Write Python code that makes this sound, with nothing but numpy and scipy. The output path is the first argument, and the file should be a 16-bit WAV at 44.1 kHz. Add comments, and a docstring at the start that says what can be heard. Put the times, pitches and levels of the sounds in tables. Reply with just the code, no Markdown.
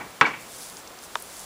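"""A yard: a hard metal knock on a truck chassis, with a clang, a ringing frame, a thud and wall echoes.
An earlier knock is dying away at the start; later a small part clacks once, dry and close.
Ticks of loose parts, soft rustles and a brief rumble lie over outdoor noise and a thin high whine.
The gain ducks after the loud blow."""
import sys
import numpy as np
from scipy import signal
from scipy.io import wavfile
from scipy.ndimage import uniform_filter1d

SR = 44100
rng = np.random.default_rng(int(sys.argv[2]) if len(sys.argv) > 2 else 0)


def materialize(psi):
    """Save the field psi as 16-bit PCM at rate SR to the path in sys.argv[1].

    A 1-D psi becomes a single channel; in a 2-D psi each row is a channel.
    """
    bounded = np.clip(np.atleast_2d(psi).T, -1, 1)
    quanta = np.round(bounded * 32767).astype(np.int16)
    wavfile.write(sys.argv[1], SR, quanta)


N = 63945
LEAD = SR // 4  # samples before time zero, for the earlier knock
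TIME = np.arange(-LEAD, N) / SR
AGE = TIME - TIME[0]
CUTOFF_HZ = 15750

# Blows on the chassis. Each row: start in seconds, gain in dB, low-pass in Hz.
KNOCKS = [(-0.116, 3, 1640), (0.2113, 1.5, 18000)]
def knocks():
    """Each blow excites the struck part and the frame; truck and walls return the sound."""
    blow = contact() + clang() + frame_ring() + scatter() + wall_echoes()
    return sum(from_db(db) * placed(lowpass(blow, hz), start_s) for start_s, db, hz in KNOCKS)


def contact():
    """Steel meets steel: a punch of a few cycles, a bright crack, the heavy body's thud."""
    punch = from_db(0.5) * swelling_tone(hz=1935, peak_s=0.00024)
    crack = from_db(-18.5) * band_noise(3100, 6940) * np.exp(-AGE / 0.00097)
    thud = from_db(-27.5) * swelling_tone(hz=151, peak_s=0.0054)
    return bandpass(punch + crack, 450, CUTOFF_HZ) + thud


# Modes of the struck part. Each row: frequency in Hz, level in dB, T60 in seconds.
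PART_MODES = [(961, -13.5, 0.085), (1118, -11.5, 0.081), (1301, -12, 0.042), (1567, -4.5, 0.017),
              (1960, -13.5, 0.016), (2324, -6, 0.015), (2700, -8, 0.0054), (3500, -15, 0.012),
              (5540, -12.5, 0.0027)]
# Bounces off nearby steel. Each row: delay in seconds, gain in dB.
BOUNCES = [(.003, -2.5), (.0058, -14.5), (.0098, -10)]
def clang():
    """The struck part rings, quickly damped; nearby steel reflects it."""
    direct = bandpass(ringing(PART_MODES), 350, CUTOFF_HZ)
    return direct + sum(from_db(db) * delayed(direct, delay_s) for delay_s, db in BOUNCES)


# Modes of the frame. Each row: frequency in Hz, level in dB, T60 in seconds.
FRAME_MODES = [(302.4, -34, 0.32), (443, -25, 0.21), (541, -27, 0.16), (824, -30.5, .27), (1033, -41, 0.54),
               (1190, -43, 0.11), (1319, -34.5, 0.49), (1480, -21.5, 0.22), (1605, -20, .18),
               (1660, -45, 0.69), (2210, -30, 0.2), (2300, -36, 0.61), (2316, -39.5, 0.68),
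               (4180, -41, 0.24)]
def frame_ring():
    """The frame rings on after the clang."""
    return ringing(FRAME_MODES)


# Diffuse tail. Each row: frequency in Hz, relative density in dB, T60 in seconds.
SCATTER = [(50, -34, 0.43), (85, -20, 0.44), (153, -10, 0.59), (306, -3, 0.32), (700, -6, 0.33),
           (956, 6.5, 0.27), (1650, -2, .29), (2280, -7.5, 0.5), (3280, -13.5, 0.35), (4770, -31, 0.28),
           (7900, -27.5, 0.062), (15000, -59, .1)]
def scatter(level_db=-15, lag_cycles=1.3):
    """Truck and yard scatter the blow: lows build later, each band dies at its own rate."""
    steady = tail = 0
    for hz, noise in noise_bands():
        weighted = from_db(at_hz(SCATTER, hz)) * noise
        rise_s = 0.00081 + lag_cycles / hz
        rise = 1 - np.exp(-(AGE / rise_s) ** 2)
        decay = from_db(-60 * AGE / at_hz(SCATTER, hz, column=2))
        steady += weighted
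        tail += weighted * rise * decay
    return from_db(level_db) * tail / np.std(steady)


# Wall echoes. Each row: delay in seconds, wash level in dB, wash top in Hz,
# ring level in dB, ring swell in seconds.
ECHOES = [(.04, -25, 2180, -14, 0.0043), (.049, -17.5, 2450, -38, 0.018), (.123, -34.5, 2760, -31, 0.0044)]
def wall_echoes(rise_s=0.0033, decay_s=0.016, ring_hz=2265):
    """Each wall returns the clang as a short dull wash with a high ring standing out."""
    envelope = (1 - np.exp(-AGE / rise_s)) * np.exp(-AGE / decay_s)
    echoes = 0
    for delay_s, wash_db, top_hz, ring_db, swell_s in ECHOES:
        wash = from_db(wash_db) * unit_rms(lowpass(band_noise(840, top_hz), top_hz))
        ring = from_db(ring_db) * swelling_tone(ring_hz, swell_s)
        echoes += delayed(wash * envelope + ring, delay_s)
    return echoes


# Modes of the small part. Each row: frequency in Hz, level in dB, T60 in seconds.
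SMALL_PART_MODES = [(427, -25.5, 0.09), (630, -10.5, 0.018), (947, -2.5, 0.016), (1190, 1, 0.013),
                    (1700, 1, 0.0051), (2520, -14, 0.017), (2940, -14, 0.017), (3600, -7, 0.012),
                    (5400, -9, 0.0038), (7140, -8, 0.0027)]
# Its contacts. Each row: start in seconds, gain in dB, low-pass in Hz.
CLACK_CONTACTS = [(1.1550, -13, 10000), (1.1570, -26, 1300), (1.1612, -25.5, 1110)]
def clack():
    """A small part snaps home: one sharp contact, two duller ones."""
    body = bandpass(ringing(SMALL_PART_MODES), 330, CUTOFF_HZ)
    return sum(from_db(db) * placed(lowpass(body, hz), start_s) for start_s, db, hz in CLACK_CONTACTS)


# Ticks. Each row: start in seconds, level in dB, centre in Hz, decay in seconds.
TICKS = [(0.2599, -36, 5000, 0.029), (0.7692, -31.5, 5500, 0.0018), (0.8749, -34.5, 5270, 0.0019),
         (.989, -36.5, 5600, 0.0015), (1.1692, -43, 4800, 0.0031), (1.2, -37, 11100, 0.0026),
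         (1.223, -32.5, 9700, 0.0032), (1.394, -35, 7350, .002)]
def ticks(edge_ratio=1.3):
    """Loose parts tick and rattle in tiny bright bursts."""
    bursts = 0
    for start_s, db, hz, decay_s in TICKS:
        burst = band_noise(hz / edge_ratio, hz * edge_ratio) * np.exp(-AGE / decay_s)
        bursts += from_db(db) * placed(burst, start_s)
    return bursts


# Rustle swells. Each row: centre in seconds, half length in seconds, level in dB.
RUSTLES = [(0.418, 0.02, -50.5), (0.615, 0.14, -41.5), (0.79, 0.017, -51), (1.041, 0.025, -44.5),
           (1.185, 0.095, -49), (1.41, 0.13, -43)]
# Their spectrum. Each row: frequency in Hz, relative density in dB.
RUSTLE_SPECTRUM = [(2000, -11), (3500, -7.5), (5500, -0.5), (8000, -0.5), (10500, -0.5), (13000, -9.5),
                   (16000, -12.5)]
def rustles(grain_db=2.0):
    """Swells of finely grained hiss, like cloth sliding."""
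    envelope = sum(from_db(db) * swell(centre_s, half_s) for centre_s, half_s, db in RUSTLES)
    grain = unit_rms(uniform_filter1d(rng.standard_normal(len(TIME)), size=60))
    return envelope * unit_rms(coloured(RUSTLE_SPECTRUM) * from_db(grain_db * grain))


def rumble():
    """A short low swell near the end."""
    return from_db(-53) * swell(centre_s=1.42, half_s=0.03) * band_noise(39.4, 74.4)


# Outdoor noise. Each row: frequency in Hz, relative density in dB.
YARD_SPECTRUM = [(25, -12), (60, -5), (108, -7.5), (242, -3.5), (384, -2.5), (800, -1.5), (1440, -5),
                 (2410, -10.5), (2910, -9.5), (6000, -13), (10700, -15.5), (12500, -20.5), (15000, -27),
                 (16000, -45)]
# Whine tones. Each row: frequency in Hz, RMS level in dB.
WHINE = [(7560, -63.5), (15145, -60.5)]
def yard(noise_db=-45):
    """Steady outdoor noise and a thin electrical whine."""
    whine = sum(from_db(db) * np.sqrt(2) * np.sin(2 * np.pi * hz * TIME) for hz, db in WHINE)
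    return from_db(noise_db) * coloured(YARD_SPECTRUM) + whine


def ringing(modes):
    """Damped sines after one blow, signs alternating."""
    return sum((-1) ** k * from_db(db - 60 * AGE / t60_s) * np.sin(2 * np.pi * hz * AGE)
               for k, (hz, db, t60_s) in enumerate(modes))


def swelling_tone(hz, peak_s):
    """A tone whose envelope rises to 1 and dies away."""
    return AGE / peak_s * np.exp(1 - AGE / peak_s) * np.sin(2 * np.pi * hz * AGE)


def swell(centre_s, half_s):
    """Gaussian envelope."""
    return np.exp(-((TIME - centre_s) / half_s) ** 2)


def band_noise(low_hz, high_hz):
    """One noise band at unit RMS."""
    return unit_rms(bandpass(rng.standard_normal(len(TIME)), low_hz, high_hz))


def noise_bands():
    """Third-octave noise as pairs of centre in Hz and samples."""
    edges_hz = 22 * 2 ** (np.arange(30) / 3)
    white = rng.standard_normal((2, len(TIME)))
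    return [(np.sqrt(low * high), bandpass(white[k % 2], low, high))
            for k, (low, high) in enumerate(zip(edges_hz, edges_hz[1:]))]


def coloured(spectrum):
    """Steady noise of a given spectrum at unit RMS."""
    return unit_rms(sum(from_db(at_hz(spectrum, hz)) * noise for hz, noise in noise_bands()))


def at_hz(rows, hz, column=1):
    """Interpolate a column over log frequency."""
    table = np.array(rows)
    return np.interp(np.log(hz), np.log(table[:, 0]), table[:, column])


def bandpass(x, low_hz, high_hz):
    """Butterworth band-pass."""
    return signal.sosfilt(signal.butter(2, [low_hz, high_hz], "band", fs=SR, output="sos"), x)


def lowpass(x, hz):
    """Treble loss, as from a softer contact."""
    return signal.lfilter(*signal.butter(2, hz, fs=SR), x)


def delayed(x, delay_s):
    """Shift later, same length."""
    return np.concatenate([np.zeros(int(delay_s * SR)), x])[:len(x)]


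def placed(x, start_s):
    """Start a sound at a scene time."""
    return delayed(x, start_s - TIME[0])


def from_db(db):
    """Decibels to gain."""
    return 10 ** (np.asarray(db) / 20)


def unit_rms(x):
    """Scale to unit power."""
    return x / np.sqrt(np.mean(x ** 2) + 1e-20)


def scene():
    """All sources in mono, from time zero."""
    return (knocks() + clack() + ticks() + rustles() + rumble() + yard())[None, LEAD:]


def record(dry):
    """Gain ducks after loud sounds and recovers; peaks are rounded, the top is cut."""
    threshold_db, duck_share, attack_s, ceiling = -22, 0.32, 0.029, 1.3
    level_db = 10 * np.log10(np.maximum(uniform_filter1d(dry[0] ** 2, size=256), 1e-12))
    excess_db = np.maximum(level_db - threshold_db, 0)
    fall_db = 116 * np.arange(N) / SR  # the held excess falls 116 dB a second
    held_db = np.maximum.accumulate(excess_db + fall_db) - fall_db
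    pole = np.exp(-1 / (attack_s * SR))
    duck_db = duck_share * signal.lfilter([1 - pole], [1, -pole], held_db)
    rounded = ceiling * np.tanh(dry * from_db(-duck_db) / ceiling)
    return signal.sosfilt(signal.ellip(12, 0.1, 70, CUTOFF_HZ, fs=SR, output="sos"), rounded)


dry = scene()
out = record(dry)
materialize(out)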